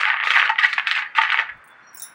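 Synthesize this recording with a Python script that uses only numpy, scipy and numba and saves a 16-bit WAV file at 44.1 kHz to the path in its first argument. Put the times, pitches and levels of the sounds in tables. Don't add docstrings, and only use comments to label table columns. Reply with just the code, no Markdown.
import sys
import numpy as np
from scipy import signal
from scipy.fft import rfft, irfft
from scipy.io import wavfile
from scipy.ndimage import uniform_filter1d, minimum_filter1d
from numba import njit

SR = 44100
rng = np.random.default_rng(int(sys.argv[2]) if len(sys.argv) > 2 else 0)


def persist_wave(psi):
    counts = np.round(np.clip(psi, -1, 1) * 32767).astype(np.int16)
    wavfile.write(sys.argv[1], SR, np.atleast_2d(counts).T)


def makeup_ratio(level_db):
    decades = np.asarray(level_db, float) / 20
    return 10 ** decades


N = 94770

# start_s [s], level_db [dB], bright [dB per octave], bass [dB per octave]
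SHAKING = [(0, -21, 10, 6), (0.121, -18, -4.5, -3.5), (0.217, -22, -12, -18), (0.241, -19, 7.5, 5.5),
           (0.369, -16.5, 6.5, 0.5), (0.468, -21, 1, 4), (0.562, -36, -1, -10.5), (0.634, -15, 5, -8.5),
           (.71, -29, 7.5, -23), (0.854, -31.5, 0.5, -5), (0.892, -18, 5, -13), (0.997, -19.5, 4, -5.5),
           (1.081, -35.5, -12.5, -17.5), (1.14, -42.5, -9, -12), (1.161, -23, 8.5, 4),
           (1.29, -23, -1.5, -11), (1.4, -22, 3.5, 6.5), (1.53, -35, -25.5, -30)]
# start_s [s], peak_db [dB], bright [dB per octave], chatter_db [dB]
HARD_KNOCKS = [(0.034, 2, -6, -11), (0.054, -17, -4, -14.5), (0.082, -23, 13, -1), (0.101, 4.5, -10, -1.5),
               (0.141, 0.5, -8, -1), (0.2, -14, -6, -12), (0.229, -12, -10, -7.5), (0.271, -2, 5, -19),
               (0.306, -10, 14, -16.5), (0.358, 4.5, -12, 4), (0.397, 8, 5, -10.5), (0.455, 8.5, 2, -12),
               (0.494, 10.5, 3, -10.5), (0.558, -8, -10.5, -13), (0.588, 4, 4, 2.5),
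               (0.645, 7.5, -12.5, -1), (0.729, -2.5, 7.5, 0.5), (0.78, 5.5, 2, -3), (0.872, 1, 7, 0),
               (0.912, -4, 12.5, -16), (0.963, -23, 1, 0), (1.025, -6, -26, 3), (1.152, -7.5, 2.5, 5),
               (1.183, 13.5, -5.5, -5), (1.214, 2.5, 6.5, -7), (1.236, 2, 5, -9), (1.301, 5, 2.5, -18.5),
               (1.32, 11, 3.5, -15.5), (1.387, 6, 5, -18), (1.492, -7.5, -10, 2.5)]
# start_s [s], peak_db [dB], pitch_hz [Hz]
SHARP_BLOWS = [(0.0134, -5.5, 1960), (0.0333, -5.5, 1750), (0.0538, -4.5, 2140), (0.0749, -9.5, 1720),
               (0.0827, -12, 1770), (0.0931, -16.5, 1940), (0.1019, -9.5, 1980), (0.1414, -7, 1670),
               (0.1646, -12.5, 1740), (0.171, -13, 2100), (0.2011, -10, 1840), (0.21, -17.5, 2100),
               (0.2284, -9, 1760), (0.2369, -10.5, 2020), (0.2718, -3, 1800), (0.3053, 4, 2200),
               (0.3119, -23, 2060), (0.3197, -12, 2340), (0.3371, -7, 1980), (0.3446, -9.5, 1860),
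               (0.3659, -1.5, 1910), (0.3721, 4, 1554), (0.3969, -2, 2075), (0.4022, -5.5, 1880),
               (0.417, -5, 1860), (0.427, -2, 1585), (0.4383, -10.5, 1910), (0.4551, -15.5, 1620),
               (0.477, -8, 2090), (0.4936, -4.5, 1910), (0.5005, -6, 1338), (0.5584, -16.5, 2020),
               (0.583, -12, 2170), (0.5882, -11.5, 2190), (0.6389, -9, 1644), (0.6469, -4.5, 1920),
               (0.7296, -12.5, 2350), (0.7803, -2, 1780), (0.7968, -7, 2025), (0.8666, -21, 1990),
               (0.8717, -7, 2430), (0.913, -3.5, 2800), (0.9642, -10.5, 1900), (0.9772, -7.5, 2120),
               (0.988, -17.5, 1690), (1.0234, -13.5, 1900), (1.1783, -9, 2060), (1.1849, -1.5, 1950),
               (1.217, -5, 2200), (1.2353, -3.5, 1746), (1.2505, -10, 2060), (1.2786, -16.5, 1900),
               (1.2953, -14, 1590), (1.302, -8.5, 2110), (1.32, -4.5, 2160), (1.3432, -3.5, 1700),
               (1.3741, -8, 1960), (1.3901, -3.5, 2080), (1.3967, -6.5, 1780), (1.4915, -22, 1870)]
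BODY_MODES_HZ = [703, 875, 871.4, 1205, 1239.5, 1474, 1675, 1853, 1995, 2215, 2513, 2696, 2990, 3534]
# pitch_hz [Hz], density_db [dB per Hz]
FIZZ_SPECTRUM = [(3000, -34), (4500, 0), (8500, -9.5), (12500, -31), (15500, -11.5)]
# pitch_hz [Hz], density_db [dB per Hz]
STACK_SPECTRUM = [(430, -41.5), (700, -15), (900, -2), (1900, 8), (2900, -7), (4500, -28), (8500, -47.5),
                  (16000, -59.5)]
# start_s [s], peak_db [dB]
LOOSE_TOUCHES = [
    (1.9463, -32.5),
    (1.9714, -25.5),
    (1.9967, -23.5),
    (2.0203, -17),
]
# pitch_hz [Hz], level_db [dB], t60_s [s]
FIRST_BANGLE = [(5660, 3.5, 0.035), (8400, -12, 0.018), (10300, 11, 0.033), (10700, 0, 0.028),
                (14700, -7, .04), (15600, 14, 0.041)]
SECOND_BANGLE = [(5400, -12, 5.0), (6640, -8, 0.034), (7140, -6, 5.0), (8500, -2, 0.03), (9060, -24, 5.0),
                 (9900, -8, 0.071), (10980, -8, 0.19), (15600, -4.5, 0.12), (15710, -29, 5.0)]
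THIRD_BANGLE = [(3750, -13, 0.16), (4400, -25, 5.0), (5560, -5, 0.072), (6480, -4, 0.024), (8630, -9, 0.08),
                (10900, -17, 0.093), (10800, -13, 0.22), (15020, -17, 5.0), (16100, -24, 5.0)]
LAST_BANGLE = [(3720, -16, 0.24), (5580, -16.5, 0.21), (5500, -10.5, 0.17), (6090, -6, 0.049),
               (7250, -14, 0.13), (8500, -26, 0.097), (9970, -10.5, .25), (10320, 1, 0.44),
               (11300, -9, 0.18), (14800, -1, .14), (15700, -5, 0.12)]
# start_s [s], peak_db [dB]
FAINT_TOUCHES = [
    (1.5716, -62),
    (1.641, -46),
    (1.675, -45.5),
    (1.701, -55),
    (1.932, -51),
]
# pitch_hz [Hz], level_db [dB], t60_s [s]
FAINT_BANGLE = [(6750, -11, 0.016), (7050, -21, 0.055), (8430, 3, 0.027), (10800, -3, 0.033),
                (10370, 6, 0.031), (14600, -22, 0.027), (15900, 6, 0.036)]
# pitch_hz [Hz], density_db [dB per Hz]
CRACK_SPECTRUM = [(1760, -69), (3000, -41), (3620, -34), (4130, -12), (5250, -14.5), (10300, 3),
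                  (12400, -5.5), (16000, 9), (17000, -53)]
# start_s [s], pitch_hz [Hz], level_db [dB], t60_s [s]
SINGING_RINGS = [
    (1.061, 4500, -62, .1),
    (1.071, 3134, -50, 0.12),
    (1.166, 1260, -26, 0.049),
    (1.52, 3493, -74, 0.66),
    (1.7, 3470, -62.5, 0.38),
    (1.819, 5750, -69.5, 0.18),
    (1.83, 4260, -68, 0.33),
    (1.891, 5660, -44, 0.11),
]
# centre_s [s], level_db [dB], length_s [s]
AIR_PUFFS = [
    (0.354, -72, 0.034),
    (1.3, -66, .06),
    (1.55, -61, 0.042),
]
# pitch_hz [Hz], density_db [dB per Hz]
HUSH_SPECTRUM = [(30, -33), (130, -9), (450, -12), (1500, 2.5), (2200, -5.5), (3500, -24), (7000, -38.5),
                 (16500, -49.5)]
# pitch_hz [Hz], gain_db [dB]
MIC_RESPONSE = [(9000, 5.5), (11000, -4.5), (12600, -6.5), (14200, -8.5), (15800, 5.5), (16100, -22)]

CONTACT_CYCLES = 0.88
PIVOT_HZ = 1800


def curve(table, hz):
    f, db = np.array(table, float).T
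    return np.interp(np.log(np.maximum(hz, 1)), np.log(f), db)


def colour(x, table):
    y = irfft(rfft(x) * makeup_ratio(curve(table, np.fft.rfftfreq(len(x), 1 / SR))), len(x))
    return y / y.std()


def highpass(x, hz, order):
    return signal.sosfilt(signal.butter(order, hz, "highpass", fs=SR, output="sos"), x)


@njit
def rings(start, hz, t60, rise, size, count, sr):
    out = np.zeros(count)
    for k in range(len(hz)):
        turn = np.exp(2j * np.pi * hz[k] / sr - np.log(1000) / (t60[k] * sr))
        z = size[k] + 0j
        first = int(start[k] * sr)
        unrisen = 1.
        fall = np.exp(-1 / (rise[k] * sr))
        for i in range(max(first, 0), min(count, first + int(t60[k] * sr))):
            out[i] += z.imag * (1 - unrisen) ** 3
            z *= turn
            unrisen *= fall
    return out


def strike(s, hz, t60, size, rise=0.):
    s, hz, t60, size, rise = (np.ravel(1. 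* a) for a in np.broadcast_arrays(s, hz, t60, size, rise))
    rise = rise + CONTACT_CYCLES / hz
    return rings(s, np.clip(hz, 50, .45 * SR), np.clip(t60, .001, .6), rise, size, N, 1. * SR)


def contact(s, db, bright, bass):
    thud_cycles, ring_t60_s, ring_db = 7.0, .04, -9
    glint_t60_s, glint_db = 0.039, -6.5
    s, db, bright, bass = (a[:, None] for a in (s, db, bright, bass))
    u = rng.random((len(s), 48))

    def tilt(hz):
        slope = np.where(hz > PIVOT_HZ, bright, -bass)
        return curve(STACK_SPECTRUM, hz) + np.log2(hz / PIVOT_HZ) * slope

    hz = 420 * 2 ** (.44 * (np.arange(12) + u[:, :12]))
    late = .0006 * u[:, 24:36] * (1 + 5 * (hz > 3500))
    spread = np.maximum(hz / PIVOT_HZ, PIVOT_HZ / hz) ** 1.22
    thud_t60 = thud_cycles * (.5 + u[:, 12:24]) / PIVOT_HZ * spread
    thud_db = db + tilt(hz) - 9.9 * (hz > 5000) + 6.0 * np.log10(hz / PIVOT_HZ) - 1.7 * u[:, 36:]
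    sign = np.sign(u[:, 36:] - .5)
    thud = strike(s + late, hz, thud_t60, sign * makeup_ratio(thud_db))

    pick = (len(BODY_MODES_HZ) * u[:, 20:23]).astype(int)
    body = np.array(BODY_MODES_HZ)[pick] * (.97 + 0.061 * u[:, 6:9])
    ring_t60 = ring_t60_s * (.5 + u[:, 3:6]) * np.maximum(1500 / body, 1)
    ring = strike(s, body, ring_t60, makeup_ratio(db + ring_db + tilt(body)))

    high = 3600 * 2 ** (0.23 * (np.arange(12) + u[:, 26:38]))
    size = makeup_ratio(db + glint_db + tilt(high) + 10 * u[:, :12] ** 14)
    glint = strike(s + .01 * u[:, 36:], high, glint_t60_s * (0.11 + u[:, 13:25]), size, 0.00017)
    return thud + ring + glint


def rattle():
    bounces_per_s, spread_db, bounce_db = 440, 3.5, -7
    t, db, bright, bass = np.array(SHAKING, float).T
    u = rng.random((730, 2))
    s = np.cumsum(-np.log(1 - u[:, 0])) / bounces_per_s - .002
    size = bounce_db - spread_db * np.log(1 - .93 * u[:, 1]) + np.interp(s, t, db)
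    size = size - 200 * (s > t[-1])
    return contact(s, size, np.interp(s, t, bright), np.interp(s, t, bass))


def fizz():
    t, db, bright, _ = np.array(SHAKING, float).T
    now = np.arange(N) / SR
    level_db = -57.5 + np.interp(now, t, db + 2.0 * bright)
    return colour(rng.standard_normal(N), FIZZ_SPECTRUM) * makeup_ratio(level_db)


def hush():
    t = np.arange(N) / SR
    band = signal.butter(2, [30, 110], "bandpass", fs=SR, output="sos")
    low = signal.sosfilt(band, rng.standard_normal(N))
    air = sum(makeup_ratio(db) * np.exp(-((t - s) / d) ** 2) for s, db, d in AIR_PUFFS)
    room = makeup_ratio(-54.5) * colour(rng.standard_normal(N), HUSH_SPECTRUM)
    return room + air * low / low.std()


def taps():
    snap_db, snap_cycles, snap_top_hz = 12.5, 7.5, 4500
    s, db, mid = (a[:, None] for a in np.array(SHARP_BLOWS, float).T)
    hz = mid * np.array([.74, 1.0, 1.4]) * (0.92 + 0.17 * rng.random((len(s), 3)))
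    size = makeup_ratio(db + snap_db + np.array([-4, 0, -4]))
    rise = CONTACT_CYCLES * (1 / mid - 1 / hz)
    blows = strike(s - .0005, hz, snap_cycles / mid, size, rise)
    return signal.sosfilt(signal.butter(2, snap_top_hz, fs=SR, output="sos"), blows)


def knocks():
    knock_db, chatter_s = -16, 0.0079
    t, db, bright, chatter_db = np.array(HARD_KNOCKS, float).T
    u = rng.random((len(t), 7))
    late = (np.cumsum(u, axis=1) - .9) * chatter_s * .5
    s = np.c_[t, t[:, None] + late].ravel()
    neighbours_db = (db + chatter_db)[:, None] - 8.7 * np.abs(late) / chatter_s - 6 * u[:, ::-1]
    size = np.c_[db - 5, neighbours_db] + knock_db
    shake = np.array(SHAKING, float)
    return contact(s, size.ravel(), np.repeat(bright, 8), np.interp(s, shake[:, 0], shake[:, 3]))


def singing():
    s, hz, db, t60 = np.array(SINGING_RINGS, float).T
    out = 0
    for k, u in enumerate(rng.random((5, len(s)))):
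        detuned = hz * (1 + 0.0141 * (u - .5))
        out = out + strike(s - .03 + 0.0099 * k, detuned, t60, makeup_ratio(db - 2 + 0.86 * k), 0.009)
    return out


def chimes():
    chime_db, crack_db, crack_low_hz, twin_hz = -16.5, -13, 4530, 340
    out, t = 0, np.arange(N) / SR
    hiss = colour(rng.standard_normal(N), CRACK_SPECTRUM)
    bangles = [FIRST_BANGLE, SECOND_BANGLE, THIRD_BANGLE, LAST_BANGLE]
    bangles = bangles + len(FAINT_TOUCHES) * [FAINT_BANGLE]
    for (s, db), bangle in zip(LOOSE_TOUCHES + FAINT_TOUCHES, bangles):
        hz, mode_db, t60 = np.array(bangle, float).T
        u = rng.random((3, 6, len(hz)))
        split = hz * (1 + twin_hz / 3700.0 * (u[1] - .5))
        decay = np.minimum(t60, .2) * (0.7 + 0.88 * u[2])
        size = makeup_ratio(db + chime_db + mode_db - 12.4 * u[2])
        out = out + strike(s + 0.016 * u[0] ** 3, split, decay, size, 0.0001)
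        late = np.maximum(t - s, 0)
        fade = 1.4 * np.exp(-late / 0.00051) + np.exp(-late / 0.0027) + 0.29 * np.exp(-late / 0.012)
        crack = hiss * (1 - np.exp(-late / .0002)) * makeup_ratio(db + crack_db) * fade
        out = out + highpass(crack, crack_low_hz, 4)
    return out


def room(near):
    t60_s, top_hz, level_db = .21, 5400, -13
    t = np.arange(SR // 2) / SR
    tail = rng.standard_normal(len(t)) * makeup_ratio(-60 * t / t60_s) * (t > .004)
    tail = signal.lfilter(*signal.butter(1, top_hz, fs=SR), tail)
    return makeup_ratio(level_db) * signal.fftconvolve(near, tail / np.sqrt(np.sum(tail ** 2)))[:N]


def scene():
    dip_hz, dip_width_hz, dip_share = 1012, 71, 0.51
    tight_low_hz, loose_low_hz = 734, 394
    stack = rattle() + fizz() + taps() + knocks()
    peak = signal.iirpeak(dip_hz, dip_hz / dip_width_hz, fs=SR)
    stack = stack - dip_share * signal.lfilter(*peak, stack)
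    tight = highpass(stack, tight_low_hz, 8)
    loose = highpass(stack, loose_low_hz, 8)
    shake = np.array(SHAKING, float)
    bass = np.interp(np.arange(N) / SR, shake[:, 0], shake[:, 3])
    slack = np.clip(bass / 7.03, 0, 1)
    near = tight + slack * (loose - tight) + singing() + chimes()
    return (near + room(near) + hush())[None]


def top_cut(x):
    return signal.sosfilt(signal.butter(12, 17240, fs=SR, output="sos"), x)


def record(dry):
    limit, top_hz = .88, 17300
    x = irfft(rfft(dry) * makeup_ratio(curve(MIC_RESPONSE, np.fft.rfftfreq(N, 1 / SR))), N)
    hold = minimum_filter1d(limit / np.maximum(np.abs(x), limit), size=301)
    x = x * uniform_filter1d(uniform_filter1d(hold, size=150), size=150)
    mix = signal.sosfilt(signal.ellip(8, .2, 60, top_hz, fs=SR, output="sos"), x)
    return top_cut(mix)


dry = scene()
out = record(dry)
persist_wave(out)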